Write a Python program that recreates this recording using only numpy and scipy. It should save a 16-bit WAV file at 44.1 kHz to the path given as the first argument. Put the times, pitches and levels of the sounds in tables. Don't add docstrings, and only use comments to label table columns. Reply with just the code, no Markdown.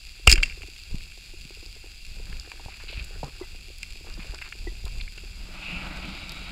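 import sys
import numpy as np
from scipy import signal
from scipy.fft import rfft, irfft
from scipy.io import wavfile
from scipy.ndimage import uniform_filter1d

SR = 44100
rng = np.random.default_rng(int(sys.argv[2]) if len(sys.argv) > 2 else 0)


def transcribe(signal):
    frames = np.atleast_2d(signal).T
    limited = np.clip(frames, -1, 1)
    pcm = np.round(limited * 32767).astype(np.int16)
    wavfile.write(sys.argv[1], SR, pcm)


N = 287091
T = np.arange(N) / SR
BRIEF = T[:SR // 2]


def undb(db):
    return 10 ** (np.asarray(db) / 20)


def unit(x):
    return x / np.std(x)


def peak(x, db):
    return x * undb(db) / np.max(np.abs(x))


def add(out, s, x):
    start = int(s * SR)
    out[start:start + len(x)] += x[:N - start]


def band(x, hz, kind, order=4):
    return signal.sosfilt(signal.butter(order, hz, kind, fs=SR, output="sos"), x)


def resonance(x, hz, width_hz):
    return signal.lfilter(*signal.iirpeak(hz, hz / width_hz, SR), x)


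def colour(x, points, size=4096):
    hz, db = np.transpose(sorted(points))
    octave = np.log2(np.maximum(np.arange(size // 2 + 1) * SR / size, 1))
    outside = np.abs(octave - np.clip(octave, np.log2(hz[0]), np.log2(hz[-1])))
    gain = undb(np.interp(octave, np.log2(hz), db) - 20 * outside)
    cepstrum = irfft(np.log(gain))
    cepstrum[1:size // 2] *= 2
    cepstrum[size // 2 + 1:] = 0
    return signal.fftconvolve(x, irfft(np.exp(rfft(cepstrum))))[:len(x)]


def walk(rate):
    hold = int(SR / rate)
    steps = np.repeat(rng.standard_normal(N // hold + 1), hold)
    return unit(uniform_filter1d(steps, hold)[:N])


def grains(rate, spread_db):
    size = undb(spread_db * np.minimum(rng.standard_normal(N), 2.5))
    return (rng.random(N) < rate / SR) * size * rng.choice([-1, 1], N)


def impulse(t, chatter, decay_s):
    push = chatter * rng.standard_normal(len(t)) * np.exp(-t / decay_s)
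    push[0] += 1
    return push


def swells(table, steady_db=-200):
    power = sum((undb(db) * np.exp(-((T - s) / half_s) ** 2)) ** 2 for s, db, half_s in table)
    return np.sqrt(undb(steady_db) ** 2 + power)


def fade(s, db_per_s):
    return undb(-db_per_s * np.maximum(T - s, 0))


def swings(table, rise_s):
    out = np.zeros(N)
    for s, db, hz, t60 in table:
        envelope = (1 - np.exp(-(BRIEF / rise_s) ** 2)) * np.exp(-np.log(1000) * BRIEF / t60)
        add(out, s, peak(-np.sin(2 * np.pi * hz * BRIEF) * envelope, db))
    return out


def reef(level_db=-48):
    # (frequency [Hz], gain [dB])
    reef_colour = [(1150, -24), (1900, -16), (2450, 0.5), (2780, 1.5), (3000, -13), (3250, -5.5),
                   (3950, -7.5), (4850, 0.5), (5500, -15), (6400, -16), (7250, -8.5), (8800, -20.5),
                   (10800, -18.5), (14000, -27.5)]
    far = undb(0.5) * unit(grains(rate=9000, spread_db=4.5))
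    near = undb(-5) * unit(grains(rate=450, spread_db=8.5))
    return unit(colour(far + near, reef_colour)) * undb(level_db + 0.054 * walk(rate=5.5))


def current(start_db=-44.5, rise_db_per_s=0.79, waver_db=2):
    # (time [s], level [dB], half length [s])
    eddies = [(.27, -35.5, 0.032), (.48, -39.5, 0.066), (.94, -38, 0.035), (2.29, -35, .1),
              (3.02, -33, .06), (3.18, -33, 0.096), (4.15, -43, 0.27), (4.65, -36.5, 0.13),
              (5.0, -37, 0.086)]
    # (frequency [Hz], gain [dB])
    flow_colour = [(18, 7), (32, 2), (55, -3.5), (80, -9.5), (110, -20), (170, -24), (260, -29.5),
                   (400, -48.5)]
    level = swells(eddies, start_db + rise_db_per_s * T) * undb(waver_db * walk(rate=10))
    return unit(colour(rng.standard_normal(N), flow_colour)) * level


def knock(db, hz):
    # (frequency [Hz], gain [dB])
    knock_colour = [(150, -16), (330, 3.5), (480, 0), (590, -3.5), (750, 0.5), (1050, -4), (1400, -26),
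                    (2500, -11)]
    push = impulse(BRIEF, chatter=0.069, decay_s=0.0052)
    return peak(resonance(colour(push, knock_colour), hz, 0.43 * hz), db)


def knocks(gain_db=1, taps_per_s=5, tap_db=-44.5, tap_spread_db=2, tap_hz=382):
    # (time [s], peak before gain [dB], pitch [Hz])
    bumps = [(0.272, -14, 496), (.633, -41, 358), (.681, -43, 370), (1.505, -42.5, 355),
             (1.626, -43.5, 366), (1.763, -47, 463), (1.84, -41.5, 366), (2.197, -40.5, 364),
             (2.474, -42, 374), (2.516, -40, 1090), (2.596, -39.5, 850), (2.659, -36, 750),
             (2.683, -34, 865), (2.836, -43, 380), (2.927, -37.5, 503), (3.106, -43, 390), (3.23, -22, 750),
             (3.701, -43, 378), (4.045, -44, 412), (4.069, -39.5, 369), (4.086, -44, 387),
             (4.175, -41, 334), (4.336, -37, 396), (4.668, -35.5, 398), (4.862, -43, 436)]
    out = np.zeros(N)
    for s, db, hz in bumps:
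        add(out, s + 0.00084, knock(db + gain_db, hz))
    for k, (delay, strength) in enumerate(rng.random((64, 2))):
        s = (k + delay) / taps_per_s
        if s < T[-1]:
            add(out, s, knock(tap_db + tap_spread_db * (2 * strength - 1), tap_hz))
    return out


def contact(ring_db, edge_db, decay_s, centre_hz, width_hz, chatter, split_hz=3600):
    # (frequency [Hz], width [Hz], gain [dB])
    modes = [(1270, 960, -16), (1690, 420, -11.5), (2090, 120, -8.5), (2389, 154, -1), (2745, 90, 1),
             (3150, 210, -10), (4730, 330, -2), (5120, 750, -8.5), (7170, 360, -8.5), (8200, 440, -16),
             (9440, 230, -18.5), (12100, 640, -26.5)]
    push = impulse(BRIEF[:SR // 10], chatter, decay_s)
    ring = sum((-1) ** k * undb(db) * resonance(push, hz, width)
               for k, (hz, width, db) in enumerate(modes))
    body = resonance(band(ring, split_hz, "low"), centre_hz, width_hz)
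    return peak(body, ring_db) + peak(band(ring, split_hz, "high"), edge_db)


def speargun(release_s=0.2767, rise_s=0.03, clear_s=0.3265, taut_s=0.432):
    # (time [s], ring [dB], bright edge [dB], contact decay [s], centre [Hz])
    blows = [(0.2713, -13, -15, 0.0012, 2670), (0.2741, 4.5, -1.5, 0.0017, 2740),
             (0.2761, -5.5, -24, 0.0038, 2160), (.2957, -10, -9, 0.0044, 2680),
             (0.3154, -30, 0, 0.00087, 2670), (0.3255, -18, -1, 0.0015, 2670),
             (.3358, -23, -10.5, 0.0012, 2300), (.3564, -15, -23, 0.003, 2020),
             (0.3774, -19, -33, 0.0053, 1650), (0.401, -28, -51, 0.0029, 1500),
             (0.4272, -20, -31, 0.0009, 2670), (0.4313, -5.5, -16, 0.0017, 2750),
             (.4376, -23, -18, 0.00055, 2670), (0.4574, -28, -31, 0.0015, 2350)]
    # (frequency [Hz], gain [dB])
    slide_colour = [(180, -102), (300, -19), (968, -19.5), (1280, -13), (1620, -7), (2650, 4.5),
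                    (3070, -13), (4000, -8), (4960, 3.5), (5950, -18), (7140, -7), (9450, -22),
                    (10600, -37), (12300, -27), (15500, -40)]
    speed = np.clip((T - release_s) / rise_s, 0, 1)
    shaft = undb(-19) * speed ** 1.8 * fade(clear_s, db_per_s=1700)
    line = undb(-33) * (T > clear_s) * fade(clear_s, db_per_s=260)
    shiver = undb(-40) * (T > taut_s) * fade(taut_s, db_per_s=130)
    rasp = unit(colour(grains(rate=14000, spread_db=7.5), slide_colour))
    edge = band(unit(colour(rng.standard_normal(N), slide_colour)), 8600, "high")
    out = rasp * (shaft + line + shiver)
    out += undb(8.5) * edge * shaft
    for s, ring_db, edge_db, decay_s, hz in blows:
        add(out, s, contact(ring_db, edge_db, decay_s, hz, width_hz=1200, chatter=0.29))
    return out


def twangs():
    # (time [s], peak [dB], pitch [Hz], t60 [s])
    tones = [(.273, -10, 1296, 0.0076), (.273, -22, 700, 0.014), (.3245, -7.5, 5240, 0.0087),
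             (.335, -26, 345, 0.035), (3.232, -39, 805, 0.08), (3.410, -27.5, 367, 0.046),
             (3.420, -45.5, 2020, 0.098), (4.668, -31.5, 339, 0.052), (4.670, -36, 1966, 0.056)]
    return swings(tones, rise_s=0.0048)


def shoves():
    # (time [s], peak [dB], pitch [Hz], t60 [s])
    thumps = [(.2765, -4, 54.3, 0.13), (.326, -10, 31.5, 0.14), (.380, -13.5, 28.3, 0.24),
              (.9435, -21.5, 130, 0.015), (1.452, -37, 147, 0.023), (2.295, -30.5, 56.6, 0.43),
              (2.659, -29.5, 80, .031), (2.975, -26, 65.3, 0.038), (3.232, -29.5, 141, .12),
              (4.190, -32.5, 186, 0.024), (4.295, -26.5, 40.4, 0.14), (4.845, -23, 45.7, 0.11)]
    return swings(thumps, rise_s=0.0023)


def rubs():
    # (time [s], level [dB], length [s], centre [Hz])
    strokes = [(0.294, -45, 0.18, 200), (2.691, -49.5, 0.1, 2000), (2.798, -48.5, 0.065, 1850),
               (2.879, -42, .09, 2780), (2.963, -43, 0.088, 2450), (3.231, -52, 0.085, 785),
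               (3.234, -48, 0.069, 272), (3.398, -51.5, 0.055, 930), (4.05, -58.5, 0.32, 1490),
               (4.19, -50, .12, 2090), (4.24, -55, 0.059, 340), (4.341, -48.5, 0.023, 1490),
               (4.412, -44.5, 0.082, 1770), (4.861, -50.5, 0.03, 1130), (5.009, -36.5, 0.0076, 3430)]
    # (frequency [Hz], gain [dB])
    rub_colour = [(200, -6), (380, -2), (560, 3.5), (800, 0.5), (1200, -1.5), (1650, -3), (1900, -6.5),
                  (2350, 5), (2750, 5), (3100, -4), (4700, 6), (5800, -24.5)]
    out = np.zeros(N)
    grit = colour(grains(rate=2700, spread_db=4.5), rub_colour) * undb(3.2 * walk(rate=120))
    for s, db, length, hz in strokes:
        stroke = grit[int(s * SR):int((s + length) * SR)]
        stroke = resonance(resonance(stroke, hz, 0.63 * hz), hz, 2 * hz)
        progress = np.linspace(0, 1, len(stroke))
        envelope = np.minimum(20 * progress, 1) * np.sqrt(1 - progress)
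        add(out, s, unit(stroke * envelope) * undb(db))
    return out


def shuffle():
    # (time [s], level [dB], half length [s])
    handling = [(.5, -55.5, 0.029), (2.5, -59, 0.29), (3.15, -58.5, 0.36), (4.3, -58, 0.25),
                (5.25, -67, 0.31)]
    # (frequency [Hz], gain [dB])
    patter_colour = [(220, -14.5), (360, 0), (480, -11.5), (620, -13.5), (800, -6), (1000, -18), (1500, -2)]
    patter = unit(colour(grains(rate=170, spread_db=1), patter_colour))
    return patter * swells(handling, steady_db=-66)


def ticks(ring_gain_db=-2, edge_gain_db=-16):
    # (time [s], peak before gain [dB], centre [Hz])
    touches = [(.495, -26, 2530), (0.506, -28, 2400), (0.521, -28.5, 2300), (0.6173, -27, 2050),
               (.63, -27, 2250), (0.7609, -33.5, 2880), (1.005, -34, 2060), (1.118, -33, 2150),
               (2.3257, -29, 1750), (2.5148, -26, 1870), (3.8292, -20, 2030), (4.3854, -26.5, 1840),
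               (4.4202, -21.5, 1740), (4.4447, -37, 1900), (4.5226, -22.5, 1910), (4.999, -28, 2270),
               (5.009, -32, 1920), (5.076, -29.5, 1970), (5.1786, -28, 1630)]
    out = np.zeros(N)
    for s, db, hz in touches:
        tick = contact(db + ring_gain_db, db + edge_gain_db, decay_s=0.0015,
                       centre_hz=hz, width_hz=640, chatter=0.46)
        add(out, s + 0.00099, tick)
    return out


def shrimp_snaps(treble_gain_db=9, split_hz=9500):
    # (time [s], peak below split [dB], peak above split before gain [dB])
    snaps = [(1.6616, -29.5, -63), (2.398, -23.5, -55), (3.0463, -42, -42.5), (3.245, -29, -61),
             (3.784, -46, -42), (3.8304, -25.5, -44), (4.14, -29.5, -71), (4.3462, -27.5, -59),
             (4.854, -29, -44), (6.2942, -24.5, -50), (6.3202, -32, -39)]
    # (frequency [Hz], gain [dB])
    snap_colour = [(2500, -18), (4900, 7), (6000, -14), (7300, -1.5), (9000, -18), (13000, -18),
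                   (15500, -29)]
    out = np.zeros(N)
    for s, db, treble_db in snaps:
        crack = colour(impulse(BRIEF[:SR // 50], chatter=0.16, decay_s=0.0014), snap_colour)
        add(out, s, peak(band(crack, split_hz, "low"), db))
        add(out, s, peak(band(crack, split_hz, "high"), treble_db + treble_gain_db))
    return out


def rush(full_s=5.57, rise_db_per_s=81, fizz_lag_s=0.054, gurgle_hz=400, whistle_hz=3820):
    # (frequency [Hz], gain [dB])
    churn_colour = [(76, -26), (130, -7.5), (187, 2.5), (225, -12), (321, -11), (427, -27.5), (595, -15.5),
                    (858, -13), (1040, -17.5), (1400, -9.5), (1800, -20.5), (2000, -14), (2600, -53),
                    (4400, -120)]
    fizz_colour = [(1700, -32), (2200, 4), (2700, 4), (3050, -4), (4000, -4.5), (4900, -9.5), (5600, -25)]
    # (time [s], level [dB], half length [s])
    churn_surge = [(5.87, -40.5, 0.16)]
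    bubble_surge = [(5.73, -37, 0.13)]
    build = lambda until_s: undb(rise_db_per_s * np.minimum(T - until_s, 0))
    water = unit(colour(grains(rate=5000, spread_db=2.5), churn_colour))
    gurgle = band(water, gurgle_hz, "low") * undb(2.5 * walk(rate=22))
    churn = gurgle + band(water, gurgle_hz, "high")
    churn *= swells(churn_surge, steady_db=-46) * build(full_s)
    fizz = unit(colour(grains(rate=6700, spread_db=-4), fizz_colour))
    fizz *= undb(-43.5) * build(full_s + fizz_lag_s)
    bubbles = resonance(grains(rate=1400, spread_db=-1), hz=2610, width_hz=310)
    bubbles = unit(band(bubbles, [2250, 3000], "band", order=2)) * swells(bubble_surge)
    whistle = resonance(rng.standard_normal(N), whistle_hz, width_hz=99)
    whistle = unit(resonance(whistle, whistle_hz, width_hz=300))
    whistle *= swells([(6.33, -49.5, 0.22)])
    flutter = undb(1.2 * walk(rate=50))
    return (churn + fizz + bubbles + whistle) * flutter


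def scene():
    gear = speargun() + ticks() + knocks() + rubs() + shuffle() + twangs()
    water = current() + rush() + shoves()
    return (gear + water + reef() + shrimp_snaps())[None]


def record(dry):
    low_pass = signal.ellip(8, 0.2, 70, 15600, fs=SR, output="sos")
    return signal.sosfilt(low_pass, np.clip(dry, -1, 1))


dry = scene()
out = record(dry)
transcribe(out)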